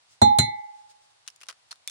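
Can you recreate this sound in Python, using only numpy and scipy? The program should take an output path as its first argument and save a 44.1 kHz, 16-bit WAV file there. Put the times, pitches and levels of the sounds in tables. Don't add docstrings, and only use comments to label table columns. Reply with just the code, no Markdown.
import sys
import numpy as np
from scipy import signal
from scipy.fft import rfft, irfft, next_fast_len
from scipy.io import wavfile

SR = 44100
rng = np.random.default_rng(int(sys.argv[2]) if len(sys.argv) > 2 else 0)


def dump(signal):
    limited = np.clip(np.atleast_2d(signal).T, -1, 1)
    pcm = np.round(limited * 32767).astype(np.int16)
    wavfile.write(sys.argv[1], SR, pcm)


N = 83790
T = np.arange(N) / SR

# (time [s], worktop thump level [dB], shell crack level [dB])
KNOCKS = [(0.2164, -20, -26), (0.3864, -20, -8)]
AIR_SIDE_DB = 2


def from_db(db):
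    return 10 ** (np.asarray(db) / 20)


def rms_one(x):
    return x / np.sqrt(np.mean(x ** 2) + 1e-20)


def since(s):
    return np.maximum(T - s, 0)


def ring_out(t, rise_s, t60):
    swell = 1 - np.exp(-t / rise_s)
    return swell * from_db(-60 * t / t60)


def panned(pan_db):
    return from_db(np.array([[.5], [-.5]]) * pan_db)


def stereo_noise(side_db, size):
    mid, side = rng.standard_normal((2, size))
    return rms_one(mid + from_db(side_db) * side * np.array([[1], [-1]]))


def colour(x, points, tilt_db=0):
    n = 2 * next_fast_len(x.shape[-1])
    octave = np.log2(np.maximum(np.arange(n // 2 + 1) * SR / n, 1))
    hz, db = np.transpose(points)
    tilted_db = db + tilt_db * np.log2(hz / hz[0])
    gain = rms_one(from_db(np.interp(octave, np.log2(hz), tilted_db)))
    cepstrum = irfft(np.log(gain))
    cepstrum[1:n // 2] *= 2
    cepstrum[n // 2 + 1:] = 0
    response = np.exp(rfft(cepstrum))
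    return irfft(rfft(x, n) * response)[..., :x.shape[-1]]


def add(out, s, sound):
    i = min(int(s * SR), N - 1)
    out[:, i:i + sound.shape[-1]] += sound[:, :N - i]


def air():
    # (frequency [Hz], relative level [dB])
    air_tone = [(25, -9), (60, -6.5), (110, 5), (180, -6.5), (400, -3.5), (800, 6.5), (1500, 2.5),
                (2600, 1.5), (4200, 3.5), (7000, -2.5), (10000, -4), (11500, -25.5), (16000, -33)]
    level_db = -64
    return from_db(level_db) * colour(stereo_noise(AIR_SIDE_DB, N), air_tone)


def fingers():
    # (time of the middle [s], width [s], level [dB])
    rubs = [(.125, 0.023, -59.5), (.585, 0.014, -69), (.79, 0.034, -66), (.908, 0.013, -58),
            (1.04, 0.021, -66.5), (1.11, 0.018, -70.5)]
    # (frequency [Hz], relative level [dB])
    rub_tone = [(60, -3), (115, 8.5), (220, -11.5), (1500, -3), (5000, 4), (9000, 1), (12000, -21.5),
                (16000, -14)]
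    level = sum(from_db(db) * np.exp(-.5 * ((T - s) / width) ** 2) for s, width, db in rubs)
    return level * colour(stereo_noise(AIR_SIDE_DB, N), rub_tone)


def worktop():
    # (frequency [Hz], first knock level [dB], second knock level [dB], 60 dB fall time [s])
    worktop_modes = [(88, -31, -28, .22), (109.5, -22.5, -23, .26), (215, -20, -31, .24),
                     (240.6, -21, -40.5, 0.25), (385.2, -19, -26.5, 0.074)]
    thump_hz, thump_delay_s, thump_width_s = 130, 0.01315, .0042
    out = np.zeros(N)
    for k, (s, thump_db, _) in enumerate(KNOCKS):
        late = T - s - thump_delay_s
        bump = np.exp(-(late / thump_width_s) ** 2)
        out += from_db(thump_db) * bump * np.cos(2 * np.pi * thump_hz * late)
        for hz, first_db, second_db, t60 in worktop_modes:
            level = from_db((first_db, second_db)[k]) * ring_out(since(s), 1 / hz, t60)
            out += level * np.cos(2 * np.pi * hz * late)
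    return out


def clatter():
    # (frequency [Hz], first knock level [dB], second knock level [dB], 60 dB fall time [s],
    #           left-right likeness [-1 to 1])
    table = np.array([(45, -61.5, -58, 0.25, .9), (84, -31.5, -32.5, 0.24, .98),
                      (124, -32, -22.5, 0.24, 0.97), (175, -35, -36.5, .27, 0.98),
                      (239.2, -30.5, -37, .27, .9), (337, -35, -37.5, .25, 0.69),
                      (470, -22.5, -39, 0.12, 0.049), (670, -16.5, -26, 0.074, -0.27),
                      (940, -21, -30, 0.082, -.5), (1370, -28.5, -27.5, 0.086, -0.38),
                      (1898, -33, -23.5, 0.079, -0.25), (2760, -44, -33.5, 0.12, -0.18),
                      (3840, -32.5, -18, 0.046, -0.52), (5463, -43.5, -44.5, 0.066, -0.62),
                      (7680, -29, -21, .07, 0.075), (10880, -43, -28, 0.035, -0.31),
                      (15480, -63, -43.5, .04, 0)])
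    rise_cycles = 0.52
    out = np.zeros((2, N))
    for hz in 42.5 * 2 ** np.arange(0, 9, .5):
        *levels_db, t60, alike = [np.interp(np.log(hz), np.log(table[:, 0]), c) for c in table.T[1:]]
        alike = np.clip(alike, -1, 1)
        band = signal.butter(2, [hz / 2 ** .25, hz * 2 ** .25], "band", fs=SR, output="sos")
        white = rng.standard_normal((2, N))
        mid, side = rms_one(signal.sosfilt(band, signal.sosfilt(band, white)))
        shared = np.sqrt((1 + alike) / 2) * mid
        opposed = np.sqrt((1 - alike) / 2) * side * np.array([[1], [-1]])
        noise = shared + opposed
        for row, db in zip(KNOCKS, levels_db):
            out += noise * from_db(db) * ring_out(since(row[0]), rise_cycles / hz, t60)
    return out


def glass():
    # (frequency [Hz], first knock level [dB], second knock level [dB], 60 dB fall time [s],
    #              left minus right level [dB], left phase lead [rad])
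    bowl_modes = [(828.7, -8.5, -24, 1, -5, -3), (848, -16.5, -24, 0.92, 1.5, 1.96),
                  (2020, -37, -29, 0.59, 4.5, -1.89), (2188.4, -42.5, -32.5, 0.5, -5.5, 0.4),
                  (3641, -28, -31.5, 0.3, -16, -2.5), (4098, -18, -14.5, 0.21, -11.5, -1.5),
                  (5820, -41, -43, 0.17, -3, 0), (6210, -35.5, -29.5, .11, -8, 0.5),
                  (6470, -31.5, -28, 0.17, -5, -2.5), (7135, -32.5, -20.5, 0.1, 7.5, 1.33),
                  (7700, -38.5, -36, .11, -2.5, -1.5), (7530, -30.5, -28.5, 0.13, -9.5, -1.76),
                  (7971, -41, -40, .11, 1.5, 1), (8670, -36.5, -25, 0.12, 6, -3.5),
                  (9253, -38, -28.5, .13, 4.5, 1.8), (9440, -45.5, -30, 0.22, 0, -2.5),
                  (9930, -32.5, -27.5, 0.041, 1, 1.5), (11420, -43, -37.5, 0.064, 3, -5.5),
                  (11950, -62, -35.5, .07, 2, 1.5), (12620, -47, -48.5, .075, 6, 7.5),
                  (13360, -50.5, -39, 0.078, 1, -3.5), (13980, -51.5, -41.5, .07, 3, 0.5),
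                  (14700, -68, -41, .075, 1, 4)]
    rise_s, contact_damp_s = .0015, 0.0032
    out = np.zeros((2, N))
    starts = [row[0] for row in KNOCKS]
    damping = [np.exp(-since(starts[1]) / contact_damp_s), 1]
    for k, s in enumerate(starts):
        t = since(s)
        for hz, first_db, second_db, t60, pan_db, lead in bowl_modes:
            level = from_db((first_db, second_db)[k]) * ring_out(t, rise_s, t60) * damping[k]
            phase = 2 * np.pi * hz * t + np.array([[lead], [0]])
            out += panned(pan_db) * level * np.sin(phase)
    return out


def snap(crumble_s, hz, ring_s, tilt_db):
    # (frequency [Hz], relative level [dB])
    shell_tone = [(150, -33.5), (500, -13), (800, -12), (1200, -2.5), (2300, -2), (3700, 0), (5500, 2),
                  (7500, -3), (10000, -1.5), (12500, -20.5), (16000, -19)]
    crumble_db, spread_db, side_db = -8.5, 5.5, -0.5
    room_db, room_t60_s = -32, .11
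    ring_db, low_cut_hz = -18, 380
    t = T[:SR // 6]
    spread = np.clip(rng.standard_normal(len(t)), -2, 2)
    sizes = rms_one(from_db(spread_db * spread))
    force = from_db(crumble_db) * sizes * stereo_noise(side_db, len(t)) * np.exp(-t / crumble_s)
    force[:, 0] = 1
    force += from_db(room_db) * stereo_noise(0, len(t)) * ring_out(t, crumble_s, room_t60_s)
    r = np.exp(-1 / (ring_s * SR))
    w = 2 * np.pi * hz / SR
    piece = signal.lfilter([1, -r * np.cos(w)], [1, -2 * r * np.cos(w), r * r], force)
    toned = colour(force + from_db(ring_db) * piece, shell_tone, tilt_db)
    low_cut = signal.butter(2, low_cut_hz, "high", fs=SR, output="sos")
    return signal.sosfilt(low_cut, toned)


def eggshell():
    # (time [s], level [dB], crumble fade time [s], pitch of the shell piece [Hz],
    #         its ring fade time [s], treble tilt [dB per octave], left minus right level [dB])
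    snaps = [(1.265, -49, 0.0041, 3480, .0006, -3, 7.5), (1.2771, -22.5, 0.0018, 6170, 0.00059, 1, 2),
             (1.2831, -28.5, 0.0033, 2800, 0.00091, -1, 2.5), (1.3020, -46, 0.0024, 5600, .0005, 2, -14),
             (1.3610, -40.5, 0.0015, 7000, 0.0017, 2, 4), (1.4066, -42, .0014, 6000, .0005, -2, -3),
             (1.4136, -34, 0.0019, 2800, 0.00076, -2.5, 10.5), (1.419, -39, 0.0042, 2330, 0.00092, -1, 0),
             (1.433, -34.5, 0.0038, 2860, 0.0014, -1.5, 4.5), (1.4578, -47, 0.0013, 4960, 0.00046, -3, 7),
             (1.4680, -41, .0015, 8900, .0005, -3.5, -4), (1.4861, -25, 0.0015, 5280, 0.00052, -3, 9.5),
             (1.488, -28, 0.0058, 1200, 0.00078, -2, -5), (1.4985, -29, 0.0026, 4500, .0006, -3.5, 6),
             (1.5030, -35.5, 0.0025, 3080, 0.00095, -2.5, -11.5),
             (1.5090, -40.5, 0.0044, 1370, 0.00058, -3, 15), (1.5265, -40.5, 0.0024, 1400, 0.0009, -1.5, 0),
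             (1.6884, -52.5, 0.0011, 8770, .0008, 3.5, -2.5), (1.7098, -31, 0.0017, 4800, .0012, -1.5, 3.5),
             (1.7138, -29, 0.0021, 4280, 0.0042, -2, -8.5), (1.718, -28.5, 0.0026, 5780, .0015, -3, 8),
             (1.7270, -31.5, 0.0025, 1380, 0.001, -1.5, 3), (1.7576, -44, 0.00091, 3790, 0.0011, 1, -5),
             (1.8759, -13.5, 0.00099, 2380, 0.0014, 3, 2.5),
             (1.8814, -21.5, 0.001, 3554, 0.0058, 0.5, -5.5), (1.8975, -29, 0.0042, 3450, .003, 2, 2)]
    out = np.zeros((2, N))
    for s, _, crack_db in KNOCKS:
        crack = snap(crumble_s=.0015, hz=9600, ring_s=0.0019, tilt_db=6.5)
        add(out, s, from_db(crack_db) * crack)
    for s, db, crumble_s, hz, ring_s, tilt_db, pan_db in snaps:
        add(out, s, from_db(db) * panned(pan_db) * snap(crumble_s, hz, ring_s, tilt_db))
    return out


def scene():
    return air() + fingers() + worktop() + clatter() + glass() + eggshell()


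def record(dry):
    peak_limit, cut_hz = 1.85, 16700
    rounded = peak_limit * np.tanh(dry / peak_limit)
    top_cut = signal.cheby2(16, 60, cut_hz, fs=SR, output="sos")
    return signal.sosfilt(top_cut, rounded)


dry = scene()
out = record(dry)
dump(out)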